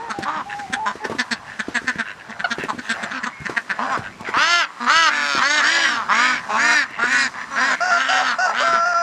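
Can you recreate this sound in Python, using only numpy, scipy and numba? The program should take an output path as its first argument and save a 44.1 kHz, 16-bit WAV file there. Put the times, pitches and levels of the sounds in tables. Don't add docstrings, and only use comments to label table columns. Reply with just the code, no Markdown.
import sys
import numpy as np
from scipy import signal
from scipy.io import wavfile
from scipy.ndimage import uniform_filter1d
from numba import njit

SR = 44100
rng = np.random.default_rng(int(sys.argv[2]) if len(sys.argv) > 2 else 0)


def persist_wave(psi):
    counts = np.round(np.clip(psi, -1, 1) * 32767).astype(np.int16)
    wavfile.write(sys.argv[1], SR, np.atleast_2d(counts).T)


N = 397782


def undb(db):
    return 10 ** (np.asarray(db) / 20)


def unit(x):
    return x / np.sqrt(np.mean(x ** 2) + 1e-18)


@njit
def svf(x, hz, width):
    y, band, low, g, k, last_hz = np.empty(len(x)), 0., 0., 0., 0., 0.
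    for i in range(len(x)):
        if hz[i] != last_hz:
            g, k, last_hz = np.tan(np.pi * hz[i] / SR), width / hz[i], hz[i]
        v = (band + g * (x[i] - low)) / (1 + g * (g + k))
        band = 2 * v - band
        low += 2 * g * v
        y[i] = k * v
    return y


def ring(x, hz, *widths_hz):
    for width in widths_hz:
        x = svf(x, hz + np.zeros(len(x)), 1. * width)
    return x


def walk(count, rate):
    hold = int(SR / rate)
    steps = np.repeat(rng.standard_normal(count // hold + 1), hold)
    return 1.2 * uniform_filter1d(steps, hold)[:count]


def arch(start, length, turn, start_hz, turn_hz, end_hz, flat=2):
    u, turn = np.linspace(0, 1, num=41), np.clip(turn, .02, .98)
    away = np.where(u < turn, 1 - u / turn, (u - turn) / (1 - turn)) ** flat
    hz = turn_hz + (np.where(u < turn, start_hz, end_hz) - turn_hz) * away
    return start + length * u, u, hz


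def swell(s, attack_s, release_s, ends_db):
    edge = np.maximum(1 - (s - s[0]) / attack_s, 1 - (s[-1] - s) / release_s)
    return ends_db * np.clip(edge, 0, 1)


def add(out, rows, voice, onset=.005, **settings):
    s, *columns = np.transpose(rows)
    i, j = max(int(s[0] * SR), 0), min(int(s[-1] * SR), N)
    t = np.arange(i, j) / SR
    ends = np.clip(np.minimum((t - s[0]) / onset, (s[-1] - t) / 0.0015), 0, 1)
    controls = [np.interp(t, s, column) for column in columns]
    out[i:j] += ends * voice(*controls, **settings)


# (per Hz, relative)
AIR_COLOUR = [(25, -27), (60, -18), (125, -11), (220, -3), (400, -8), (1000, -6), (1800, -8), (3000, -14),
              (6300, -15), (8500, -21), (12500, -25), (16000, -29)]
# time_s, lift_db
BASS_LIFT = [(0, 12.5), (1.998, 7), (3.3, 6.5), (3.7, 11), (4.1, 14), (4.3, 9), (4.6, -4), (6, 0.5),
             (7.1, 11), (7.7, 2), (8.5, 4), (8.7, 15), (9.02, 2)]


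def air():
    out, common, gust = 0, walk(N, 4.51), walk(N, 7)
    rumble_db = np.interp(np.arange(N) / SR, *np.transpose(BASS_LIFT))
    colour_hz, colour_db = np.transpose(AIR_COLOUR)
    for hz in 30 * 2 ** np.arange(0, 9.1, .5):
        db = np.interp(np.log(hz), np.log(colour_hz), colour_db)
        db = db + 2 * common + 3 * walk(N, 9) + (rumble_db + 3.5 * gust) * (hz < 200)
        out = out + undb(db) * ring(rng.standard_normal(N), hz, hz, hz)
    return unit(out) * undb(-44.5)


@njit
def fire(hz, stretch, size):
    pulses, phase, p, k = np.zeros(len(hz) + 1), np.empty(len(hz)), .9, 0
    for i in range(len(hz)):
        step = hz[i] * stretch[k] / SR
        p += step
        if p >= 1:
            p, k = p - 1, k + 1
            pulses[i] += size[k] * p / step
            pulses[i + 1] += size[k] * (1 - p / step)
        phase[i] = p
    return pulses[:-1], phase


# freq_hz, width_hz (each of two passes), level_db (before each call's trim)
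LOWER_THROAT = [(760, 300, -15), (1020, 300, -9)]
# freq_hz, width_hz (each of two passes), level_db
UPPER_THROAT = [(3210, 530, 2), (4090, 500, -2.5), (4976, 580, 0), (5937, 440, -2.5), (7020, 580, -2.5),
                (8080, 1900, -15.5), (10530, 1500, -25.5), (13300, 1600, -32)]
PATCHY_DB = 3.2


def quack(hz, db, bill_hz, chest_db, treble_db, scale, rough, half, second_db, second,
          lowest_db=0, blunt=1, puff=0, throat_db=0, breath_db=-9):
    turn = np.cumsum(hz) / SR
    rough = np.clip(rough + 1.1 * (1 - hz / hz.max()) ** 1.5, 0, .6)
    cycle = np.arange(len(hz) // 40 + 4)
    chance = np.clip(rng.standard_normal((2, len(cycle))), -2, 2) * np.interp(cycle, turn, rough)
    size = undb(9 * chance[1]) * (1 - half * (cycle % 2))
    pulses, phase = fire(hz, 1 + .11 * chance[0], size)
    breath = unit(np.exp(-phase / .3) * rng.standard_normal(len(hz)))
    drive = unit(pulses) + (1.3 * rough + puff) * breath
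    low = ring(drive, bill_hz, 460, 536)
    low = low + undb(second_db) * ring(drive, second * bill_hz, 160, 630)
    for f, width, level_db in LOWER_THROAT:
        low = low + undb(level_db + throat_db) * ring(drive, f, width, width)
    airy = drive + (undb(breath_db) + 1.5 * rough) * breath
    high = 0
    for k, (f, width, level_db) in enumerate(UPPER_THROAT):
        gain = undb(level_db + lowest_db * (k == 0) + PATCHY_DB * walk(len(hz), 9))
        high = high + (-1) ** k * gain * ring(airy, f * scale, width * blunt, width * blunt)
    chest = np.sqrt(2) * (np.sin(2 * np.pi * turn) + 0.14 * np.sin(4 * np.pi * turn))
    return -undb(db) * (unit(low) + undb(treble_db) * unit(high)) + undb(chest_db) * chest


# time_s, level_db
FLOCK_LEVEL = [(0, -38), (.2, -47), (.35, -36), (.46, -46), (.95, -41.5), (1.28, -37.5), (1.4, -41),
               (1.5, -38.5), (1.65, -39.5), (2.1, -41), (2.25, -42), (2.6, -36), (2.76, -49), (2.95, -33.5),
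               (3.15, -32), (3.4, -40), (3.52, -35), (3.64, -46), (3.9, -25), (4.17, -48.5), (4.3, -27.5),
               (4.721, -38), (6.05, -30.5), (6.449, -36), (6.92, -38), (7.3, -36), (7.38, -29.5),
               (7.47, -34.5), (7.8, -31.5), (8.36, -30), (8.52, -31), (9.02, -33)]


def far_flock():
    birds, one = 0, np.ones(N)
    for hz, bill_hz, chest_db in ((134.8, 1796, -44.0), (200, 920, -19), (250, 1295, -18.0)):
        wandering_hz, level_db = hz * undb(walk(N, 5)), 3.5 * walk(N, 11)
        moving_bill_hz = bill_hz * undb(1.23 * walk(N, 5.4))
        birds = birds + quack(wandering_hz, level_db, moving_bill_hz, chest_db * one, -19 * one, one,
                              rough=.35, half=0, second_db=-14, second=1.396,
                              lowest_db=-13, blunt=0.72, puff=1.0)
    return unit(birds) * undb(np.interp(np.arange(N) / SR, *np.transpose(FLOCK_LEVEL)))


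def tone(hz, first_db, second_db, rasp_db, partials, throat):
    turn = 2 * np.pi * np.cumsum(hz * (1 + .004 * walk(len(hz), 60))) / SR
    depth = np.clip(undb(rasp_db), 0, .4)
    rasp, mean_db = depth * walk(len(hz), 450), (first_db + second_db) / 2
    out = (1 + rasp) * (undb(first_db) * np.sin(turn) + undb(second_db) * np.sin(2 * turn))
    for multiple, db in partials:
        whole = np.clip(1 - depth * multiple * .18, 0, 1) if len(throat) else 1
        out = out + whole * (1 + 2 * rasp) * undb(mean_db + db) * np.sin(multiple * turn)
    puffs = (1 + np.sin(turn)) * rng.standard_normal(len(hz))
    for f, width, db in throat:
        out = out + depth * undb(mean_db + db) * unit(ring(puffs, f, width, width))
    return np.sqrt(2) * out


def sing(notes, partials=(), throat=()):
    out = np.zeros(N)
    for row in notes:
        s, u, hz = arch(*row[:6])
        db, change_db, second_db, end_second_db, rasp_db = row[6:]
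        first_db = db + change_db * u + swell(s, attack_s=0.0023, release_s=0.0025, ends_db=-5)
        second = first_db + second_db + (end_second_db - second_db) * u
        rows = np.transpose([s, hz, first_db, second, rasp_db + 0 * u])
        add(out, rows, tone, partials=partials, throat=throat)
    return out


# start_s, length_s, turn_share (of the length), start_pitch_hz, turn_pitch_hz, end_pitch_hz,
# level_db (first partial), end_change_db, second_start_db, second_end_db (both over the first), rasp_db
HEN_NOTES = [(-.01, 0.12, 0.49, 874, 939, 816, -30.5, -3, -16, -11, -7),
             (.135, 0.3, 0.4, 828, 781, 817, -34, -12, -26, -9, -5),
             (.455, 0.098, .45, 773, 827, 800, -35.5, 1.5, -38, -45, -22),
             (.546, 0.12, .4, 810, 825, 755, -32, -2.5, -41, -35, -27),
             (.675, 0.082, .1, 760, 748, 814, -39, 8.5, -27, -18, -13),
             (.762, 0.026, .5, 800, 807, 800, -29.5, -4, -30, -27, -5),
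             (.786, 0.073, .6, 840, 872, 890, -25.5, -4, -42, -24, -14),
             (1.002, .046, .5, 824, 860, 845, -31.5, 2, -17, -7, -13)]
HEN_OVERTONES = [(.5, -5), (3, -28)]


def hen():
    return sing(HEN_NOTES, HEN_OVERTONES)


# start_s, level_db (before the shape), pulse_rate_hz and bill_hz (before the sag),
# chest_db (over level, before an 8.5 dB lift), treble_db (over the bill and lower throat), length_s (of the hold)
SHORT_QUACKS = [(0.102, -12.5, 223.6, 1300, -22.5, -12.5, 0.018), (0.228, -15, 216, 1700, -15, -7, 0.012),
                (0.362, -34, 210, 1600, -6, -26, 0.041), (0.594, -18, 263, 1650, -18, -12, 0.0066),
                (0.732, -8, 260.6, 1650, -21, -6.5, 0.011), (1.047, -11.5, 263.3, 1730, -20, -11, 0.0056),
                (1.114, -19.5, 235.5, 1040, -15, -30, 0.017), (1.19, -9, 250, 1790, -18.5, -5, 0.023),
                (1.315, -9.5, 236, 1700, -16.5, -4, 0.019), (1.597, -8.5, 218, 1700, -19.5, -9, 0.0083),
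                (1.749, -8, 243.4, 1770, -23, -12, 0.03), (1.877, -8, 255.5, 1700, -22.5, -12.5, 0.026),
                (1.99, -9, 232.8, 1640, -20.5, -14, 0.021), (2.297, -26, 222.5, 1090, -7.5, -6, 0.012),
                (2.398, -13.5, 194.7, 1650, -21, -13.5, 0.01), (2.509, -11, 238, 1600, -19.5, -5.5, 0.019),
                (2.689, -9, 219, 1090, -26.5, -15.5, 0.018), (2.789, -16.5, 266.6, 1610, -12, -9.5, 0.0075),
                (2.832, -33, 217, 930, -21, -3, 0.068), (2.898, -8, 232.5, 1650, -21, -6.5, 0.025),
                (3.033, -11.5, 216, 1590, -18, -8.5, 0.0097), (3.112, -16, 215.7, 1600, -20, -9.5, 0.01),
                (3.236, -9.5, 216.6, 1810, -20.5, -13, 0.01), (3.264, -11.5, 248.4, 1270, -20, -14, 0.013),
                (3.456, -11.5, 202.2, 1830, -20, -15, 0.012), (3.496, -25.5, 191.5, 1350, -25, -21, 0.033),
                (3.57, -4, 238, 1780, -29.5, -19, 0.009), (3.699, -8.5, 197, 1700, -27, -18, 0.02),
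                (4.198, -27, 220.6, 1010, -32, -17, 0.019), (6.492, -23, 209, 860, -14, -19, 0.034),
                (6.978, -24, 210, 875, -20, -30, 0.032)]


def chatter():
    out = np.zeros(N)
    for start, db, hz, bill_hz, chest_db, treble_db, length in SHORT_QUACKS:
        shape = [(-.009, -24, 1), (.004, -10, 1), (length * 0.93, -9, .97),
                 (length + 0.0048, -18, .92), (length + 0.023, -36, .9)]
        rows = [(start + t, hz * sag, db + g, bill_hz * sag, db + chest_db + g + 8.5, treble_db, 1.08)
                for t, g, sag in shape]
        add(out, rows, quack, onset=0.0052, rough=.17, half=0, second_db=-12, second=1.39,
            lowest_db=3, blunt=1.54, puff=.25, breath_db=-3)
    return out


# start_s, level_db (before an 11.5 dB lift and the damping),
# pitch_hz, crack_db (gain of the crack noise over the swing)
CLOSE_KNOCKS = [(0.187, -22.5, 324, -21), (0.699, -32.5, 199, -36), (0.954, -30, 385, -34),
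                (1.05, -21, 443, -38), (1.097, -23.5, 480, -40), (1.115, -26, 363, -40),
                (1.149, -26, 286, -40), (1.683, -24.5, 285, -37), (1.817, -33.5, 338, -34),
                (1.843, -36, 240, -32), (1.957, -32, 190, -29), (2.583, -23, 355, -40),
                (2.595, -31, 250, -35), (2.636, -24.5, 404, -13), (2.648, -31.5, 298, -30),
                (2.73, -32.5, 284, -39), (2.746, -32, 270, -39), (2.779, -32, 250, -39),
                (3.402, -38, 119, -14), (3.417, -35, 150, -18), (3.495, -22, 352, -40),
                (3.974, -23, 480, -35), (3.99, -33, 131, -35), (4.208, -35.5, 217, -9),
                (4.287, -25, 410, -31), (4.369, -24.5, 272, -29), (5.349, -26, 343, -20),
                (5.377, -30.5, 242, -12), (6.908, -41, 288, -8), (7.037, -25, 397, -28),
                (7.15, -36, 288, -21), (8.682, -31, 450, -18), (8.73, -28, 400, -23)]


def knocks():
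    out, t = np.zeros(N + SR), np.arange(SR // 10) / SR
    for start, db, hz, crack_db in CLOSE_KNOCKS:
        noise = rng.standard_normal(len(t))
        swing = np.sin(2 * np.pi * hz * t) * np.exp(-t * hz / 1.2) * np.clip(t / 0.0012, 0, 1) ** 2
        crack = undb(crack_db) * ring(noise, 3000, 8100) * np.exp(-t / 0.0043)
        crunch = undb(-16.0) * unit(ring(noise, 0.63 * hz, hz))
        crunch = crunch * np.exp(-t / 0.022) * np.clip(t / 0.0015, 0, 1)
        i = int(start * SR)
        out[i:i + len(t)] += undb(db + 11.5) * (swing + crack + crunch)
    return signal.sosfilt(signal.butter(2, 60, "high", fs=SR, output="sos"), out[:N])


RISING_DB_PER_OCTAVE, FALLING_DB_PER_OCTAVE = 22.5, 10
THROAT_PER_OCTAVE = 0.27
WAVER, WAVER_DB = .03, 1.8
# start_s, length_s, top_share (of the length), start_rate_hz, top_rate_hz, end_rate_hz (pulses),
# level_db, end_change_db, start_bill_hz, top_bill_hz, end_bill_hz, second_bill_db, chest_db,
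# treble_db (over the bill and lower throat, at the top pitch), throat_scale (at the top pitch)
LONG_QUACKS = [(0.249, 0.178, 0.45, 240.9, 311.3, 224, -23.5, -2, 940, 1140, 1050, -32, -44, -18, 0.94),
               (.855, 0.065, 0.75, 212, 211.5, 200, -18.5, -5, 1100, 1080, 1050, -1, -38, -12.5, 0.91),
               (3.129, 0.066, 0.29, 250, 265, 240, -26, -1, 1400, 1400, 1500, -13, -34.5, -5.5, 0.77),
               (3.787, 0.082, 0.74, 196.8, 265.4, 270, -18.5, -7.5, 950, 1080, 1080, -24, -34, -13, 0.81),
               (3.895, 0.072, 0.106, 256, 269.2, 197, -23, 5.5, 1080, 1050, 1190, -27, -41, -17.5, 1),
               (4.245, 0.059, 1, 210, 228.7, 224, -28.5, 2.5, 1850, 1500, 1200, 1, -51, -12, 0.99),
               (4.335, 0.32, 0.71, 200, 348, 241.7, -14.5, -3, 1040, 1500, 1450, -7.5, -48.5, -1.5, 0.9),
               (4.8, 0.08, 1, 237, 240, 247, -22.5, -4, 1170, 1240, 1260, -8, -32.5, -12.5, 1),
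               (4.862, 0.24, 0.59, 224.3, 329.5, 278.5, -13, -4, 1130, 1430, 1310, -8.5, -44, -4.5, 0.9),
               (5.09, .31, 0.5, 308, 287.5, 266, -27, 9, 1450, 1360, 1300, -3.5, -45.5, -4.5, 0.95),
               (5.371, 0.065, 0.62, 238.2, 243.5, 260, -17.5, -1.5, 1220, 1170, 1200, -4, -37, -5, 1),
               (5.415, 0.2, 0.75, 250, 301.7, 272, -17.5, -1, 1500, 1630, 1700, -7, -40.5, -3.5, 0.93),
               (5.61, 0.37, 0.43, 259.1, 337, 252.7, -18.5, -9.5, 1320, 1830, 1500, -18, -39, -1, 0.97),
               (5.635, 0.26, 0.52, 222.8, 284, 268, -23, 6, 1640, 1730, 1860, -15, -48, -8, 0.74),
               (5.846, 0.19, 0.51, 230.5, 238.7, 189, -24.5, 0, 1770, 1260, 1190, -19, -45, -15, 0.94),
               (6.085, 0.28, 0.74, 178.8, 254.4, 227.6, -17.5, -5.5, 1120, 1264, 1470, -8, -37.5, -9, 1),
               (6.111, 0.29, 0.61, 245, 309.6, 248.7, -15.5, -8, 1430, 1700, 1700, 0.5, -43.5, -8, 0.97),
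               (6.495, 0.26, 0.98, 206.8, 242, 230, -26, 8, 840, 1380, 1720, -6, -41, -11, 0.98),
               (6.565, 0.28, 0.46, 225.3, 308.6, 254.7, -17.5, 0, 1450, 1830, 1710, -11, -38.5, -9, 0.98),
               (6.986, 0.29, 0.6, 229, 247.3, 226, -18, -5, 1200, 1600, 1650, -33, -41, -13.5, 0.935),
               (7.07, 0.21, 0.63, 241.1, 273.4, 237.8, -20, -1, 1600, 1910, 1650, -6, -37, -6, 1),
               (7.336, 0.11, 0.89, 193.3, 258, 250, -31, -4, 1600, 1760, 1800, -23, -51.5, -13.5, 1),
               (7.505, 0.25, 0.054, 270, 275.3, 167.6, -29, 12.5, 1150, 1160, 1470, -11, -45, -10, 1),
               (7.555, 0.2, 0.59, 203.3, 274.2, 242.7, -18.5, -0.5, 1500, 1700, 1650, -19, -37.5, -10, 1),
               (7.9, 0.45, 0.55, 205, 268.3, 204, -22, 0.5, 1360, 1450, 1360, -9, -43.5, -7.5, 0.92),
               (8.535, 0.26, 0.43, 206.4, 259.9, 222.6, -20, -2, 1330, 1470, 1340, -16, -43.5, -8.5, 0.94),
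               (5.1, 0.17, 0.5, 228.4, 247.2, 228, -21.5, -2.5, 1540, 1670, 1650, -5, -44.5, -24, 0.92),
               (5.555, 0.13, 0.47, 215.2, 234, 223, -21, -1.5, 1220, 1290, 1240, 2.5, -46.5, -15, 1),
               (6.49, 0.086, 0.49, 190, 214.3, 208, -23.5, 2, 930, 1000, 1030, -6.5, -43, -16, 1)]
LONG_VOICE = [(.28, .2), (.35, 0), (.18, 0), (.2, .15), (.2, .1), (.45, 0), (.04, .05), (.2, .4), (.08, .2),
              (.04, .7), (.5, .3), (.05, 0), (.15, 0), (.2, 0), (.1, 0), (.05, 0), (.28, 0), (.15, 0),
              (.1, .2), (.15, 0), (.1, .2), (.5, 0), (.2, 0), (.08, 0), (.18, .45), (.06, .65), (.2, 0),
              (.3, 0), (.3, 0)]
# second_bill_hz (at the top pitch), lowest_upper_db (trim), lower_throat_db (trim),
# breath_db (in the treble, before the part from roughness), flatness (of the pitch arch, 2 is a parabola)
LONG_COLOUR = [(1500, 2, 0, -10, 3.1), (1450, 2, 6, -1, 1.6), (1700, 5, 1, 4, 2.15), (1450, -4, 6, -6, 1.3),
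               (1500, 1, -4, -6, 2.2), (1920, 7, 0, -6, 3.2), (1970, 4, 0, -6, 2.5), (1650, -7, 0, -1, 3.2),
               (1950, 2.5, -2, -6, 2.6), (2460, -5, 3, -8, 1.6), (1650, 9, -13, -2, 1.6),
               (1980, 0, 6, 3, 2.2), (2260, 3, -3.5, -5, 2.2), (2494, 5, 1, 5, 2.4),
               (1650, -7, -18, 9, 2.2), (1700, 2, -6.5, -4, 2.1), (2210, 0.5, -1, 8, 2.2),
               (2100, -18, 4.5, 0, 1.7), (2290, -23, -1, 9, 2.4), (2140, -16, -2.5, -1, 2.4),
               (2460, -11, 0.5, 0, 2.6), (2600, -10, 3, -2, 1.5), (1600, -13, 8, 1, 2.2),
               (2210, -4, 2.5, 10, 1.6), (1750, 0.5, 1, 14, 4), (1950, 2, 1.5, -5, 2.6),
               (2080, -10, -3, -6, 2.2), (1700, 0, -4, -6, 2.06), (2470, 0, -4, -3, 2.16)]


def long_quacks():
    out = np.zeros(N)
    for row, (rough, half), colour in zip(LONG_QUACKS, LONG_VOICE, LONG_COLOUR):
        second_hz, lowest_db, throat_db, breath_db, flat = colour
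        s, u, hz = arch(*row[:6], flat)
        (db, change_db, start_bill_hz, top_bill_hz, end_bill_hz,
         second_db, chest_db, treble_db, scale) = row[6:]
        ends_db = swell(s, attack_s=0.03, release_s=0.023, ends_db=-4)
        octaves_under, top = np.log2(hz.max() / hz), np.argmax(hz)
        rising = u <= u[top]
        opening_hz = top_bill_hz + (start_bill_hz - top_bill_hz) * octaves_under / (octaves_under[0] + 1e-9)
        closing_hz = np.interp(u, [u[top], 1], [top_bill_hz, end_bill_hz])
        bill_hz = np.where(rising, opening_hz, closing_hz)
        waver = uniform_filter1d(rng.standard_normal((2, len(u))), size=5) * np.sqrt(5)
        pulse_hz = hz * (1 + WAVER * rough * waver[0])
        level_db = db + change_db * u + ends_db + WAVER_DB * waver[1]
        lost_db = np.where(rising, RISING_DB_PER_OCTAVE, FALLING_DB_PER_OCTAVE) * octaves_under
        bright_db = treble_db - lost_db + swell(s, attack_s=0.058, release_s=0.065, ends_db=-3.5)
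        throat_scale = scale - THROAT_PER_OCTAVE * octaves_under
        rows = np.transpose([s, pulse_hz, level_db, bill_hz, chest_db + ends_db, bright_db, throat_scale])
        add(out, rows, quack, onset=0.0056, rough=rough, half=half, second_db=second_db,
            second=second_hz / top_bill_hz, lowest_db=lowest_db, throat_db=throat_db, breath_db=breath_db)
    return out


# start_s, length_s, level_db (before the shape), bill_hz
DRAKE_MUTTERS = [(0.486, 0.067, -36.5, 1700), (1.448, 0.13, -44.5, 1700), (2.045, 0.093, -36.5, 1650),
                 (2.188, 0.038, -42, 1670), (2.578, 0.093, -35, 1740), (4.02, 0.075, -37.5, 1560),
                 (1.347, 0.049, -48, 1600), (6.863, 0.36, -38.5, 1950), (7.4, 0.034, -44, 1950),
                 (2.285, 0.059, -41.5, 1750), (2.833, 0.09, -42.5, 1500), (2.929, 0.048, -40.5, 1410)]


def drake():
    out = np.zeros(N)
    for start, length, db, bill_hz in DRAKE_MUTTERS:
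        shape = [(0, -8), (.25, 6), (.75, 6.5), (1, -11)]
        rows = [(start + u * length, 101.9, db + g, bill_hz, -65, -22, .96) for u, g in shape]
        add(out, rows, quack, rough=.28, half=0, second_db=-5, second=2650 / bill_hz,
            lowest_db=-8, puff=2.2)
    return out


# start_s, length_s, turn_share, start_pitch_hz, turn_pitch_hz, end_pitch_hz,
# level_db, end_change_db, second_start_db, second_end_db, rasp_db
CLUCK_NOTE = [(2.441, 0.021, 0.28, 680, 739, 625, -17, -9.5, 3.5, 6, -9)]
CLUCK_OVERTONES = [(3, -13), (4, -11), (5, -22), (6, -15), (7, -30)]


def cluck():
    return sing(CLUCK_NOTE, CLUCK_OVERTONES)


# start_s, length_s, turn_share, start_pitch_hz, turn_pitch_hz, end_pitch_hz,
# level_db, end_change_db, second_start_db, second_end_db, rasp_db
PEEP_NOTES = [(2.98, 0.11, 0.23, 2080, 2100, 2020, -40, -8, -28, -25, -14),
              (3.325, 0.132, .1, 2240, 2165, 2120, -38.5, -6, -30, -28, -14)]


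def peep():
    return sing(PEEP_NOTES)


# start_s, length_s, turn_share, start_pitch_hz, turn_pitch_hz, end_pitch_hz,
# level_db, end_change_db, second_start_db, second_end_db, rasp_db
GOOSE_NOTES = [(7.803, 0.11, 0.51, 657, 731.5, 727, -23.5, 2.5, 2.9, -0.5, -14),
               (7.912, 0.074, 0.15, 700, 694, 695, -24.5, -4, 9, 7, -11.5),
               (8.085, 0.15, 0.18, 607, 757, 743, -22.5, 1.5, 2, -18, -7.5),
               (8.383, 0.09, 0.49, 667, 752, 702, -21.5, 3, 1, -2, -14),
               (8.47, 0.049, 0.24, 690, 674.6, 654, -28.5, -10.5, 11.3, 14, -14),
               (8.598, 0.04, 0.24, 605, 570, 673, -25, -2, 1, 4, -7),
               (8.632, 0.222, 0.47, 677.4, 677.6, 683, -26, -3, 5.3, 10.5, -28),
               (8.85, 0.088, 0.4, 687, 707, 678, -24.5, -2, 3.5, 4.5, -17.5),
               (8.94, 0.2, 0.3, 680, 681, 694, -28.5, 8.5, 12.8, -3, -35)]
GOOSE_OVERTONES = [(1.5, -14.5), (2.5, -13), (3.5, -24.5), (4, -35), (6, -38), (6.5, -34), (7, -20.5),
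                   (7.5, -16.5), (8, -29), (8.5, -17.5), (9, -26), (10, -30), (11, -37)]
# freq_hz, width_hz (each of two passes), level_db (before rasp depth)
WINDPIPE = [(2730, 90, -8), (4820, 380, -4.5), (5730, 1200, -6), (6500, 1300, -9.5)]


def goose():
    return sing(GOOSE_NOTES, GOOSE_OVERTONES, WINDPIPE)


YARD_T60_S, YARD_DB, YARD_TOP_HZ = 0.09, -17.5, 2520


def yard_echo(birds):
    t = np.arange(SR // 2) / SR
    tail = rng.standard_normal(len(t)) * np.exp(-np.log(1000) * t / YARD_T60_S) * (t > .008)
    tail = signal.sosfilt(signal.butter(1, YARD_TOP_HZ, fs=SR, output="sos"), tail)
    return undb(YARD_DB) * signal.fftconvolve(birds, tail / np.sqrt(np.sum(tail ** 2)))[:N]


def scene():
    birds = far_flock() + hen() + chatter() + long_quacks() + drake() + cluck() + peep() + goose()
    return (air() + birds + yard_echo(birds) + knocks())[None]


def record(dry):
    rounded = .8 * np.tanh(dry / .8)
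    dull = signal.sosfilt(signal.butter(2, 8500, fs=SR, output="sos"), rounded)
    hiss = undb(-82) * rng.standard_normal(dry.shape)
    return signal.sosfilt(signal.ellip(10, .2, 70, 15750, fs=SR, output="sos"), dull + hiss)


dry = scene()
out = record(dry)
persist_wave(out)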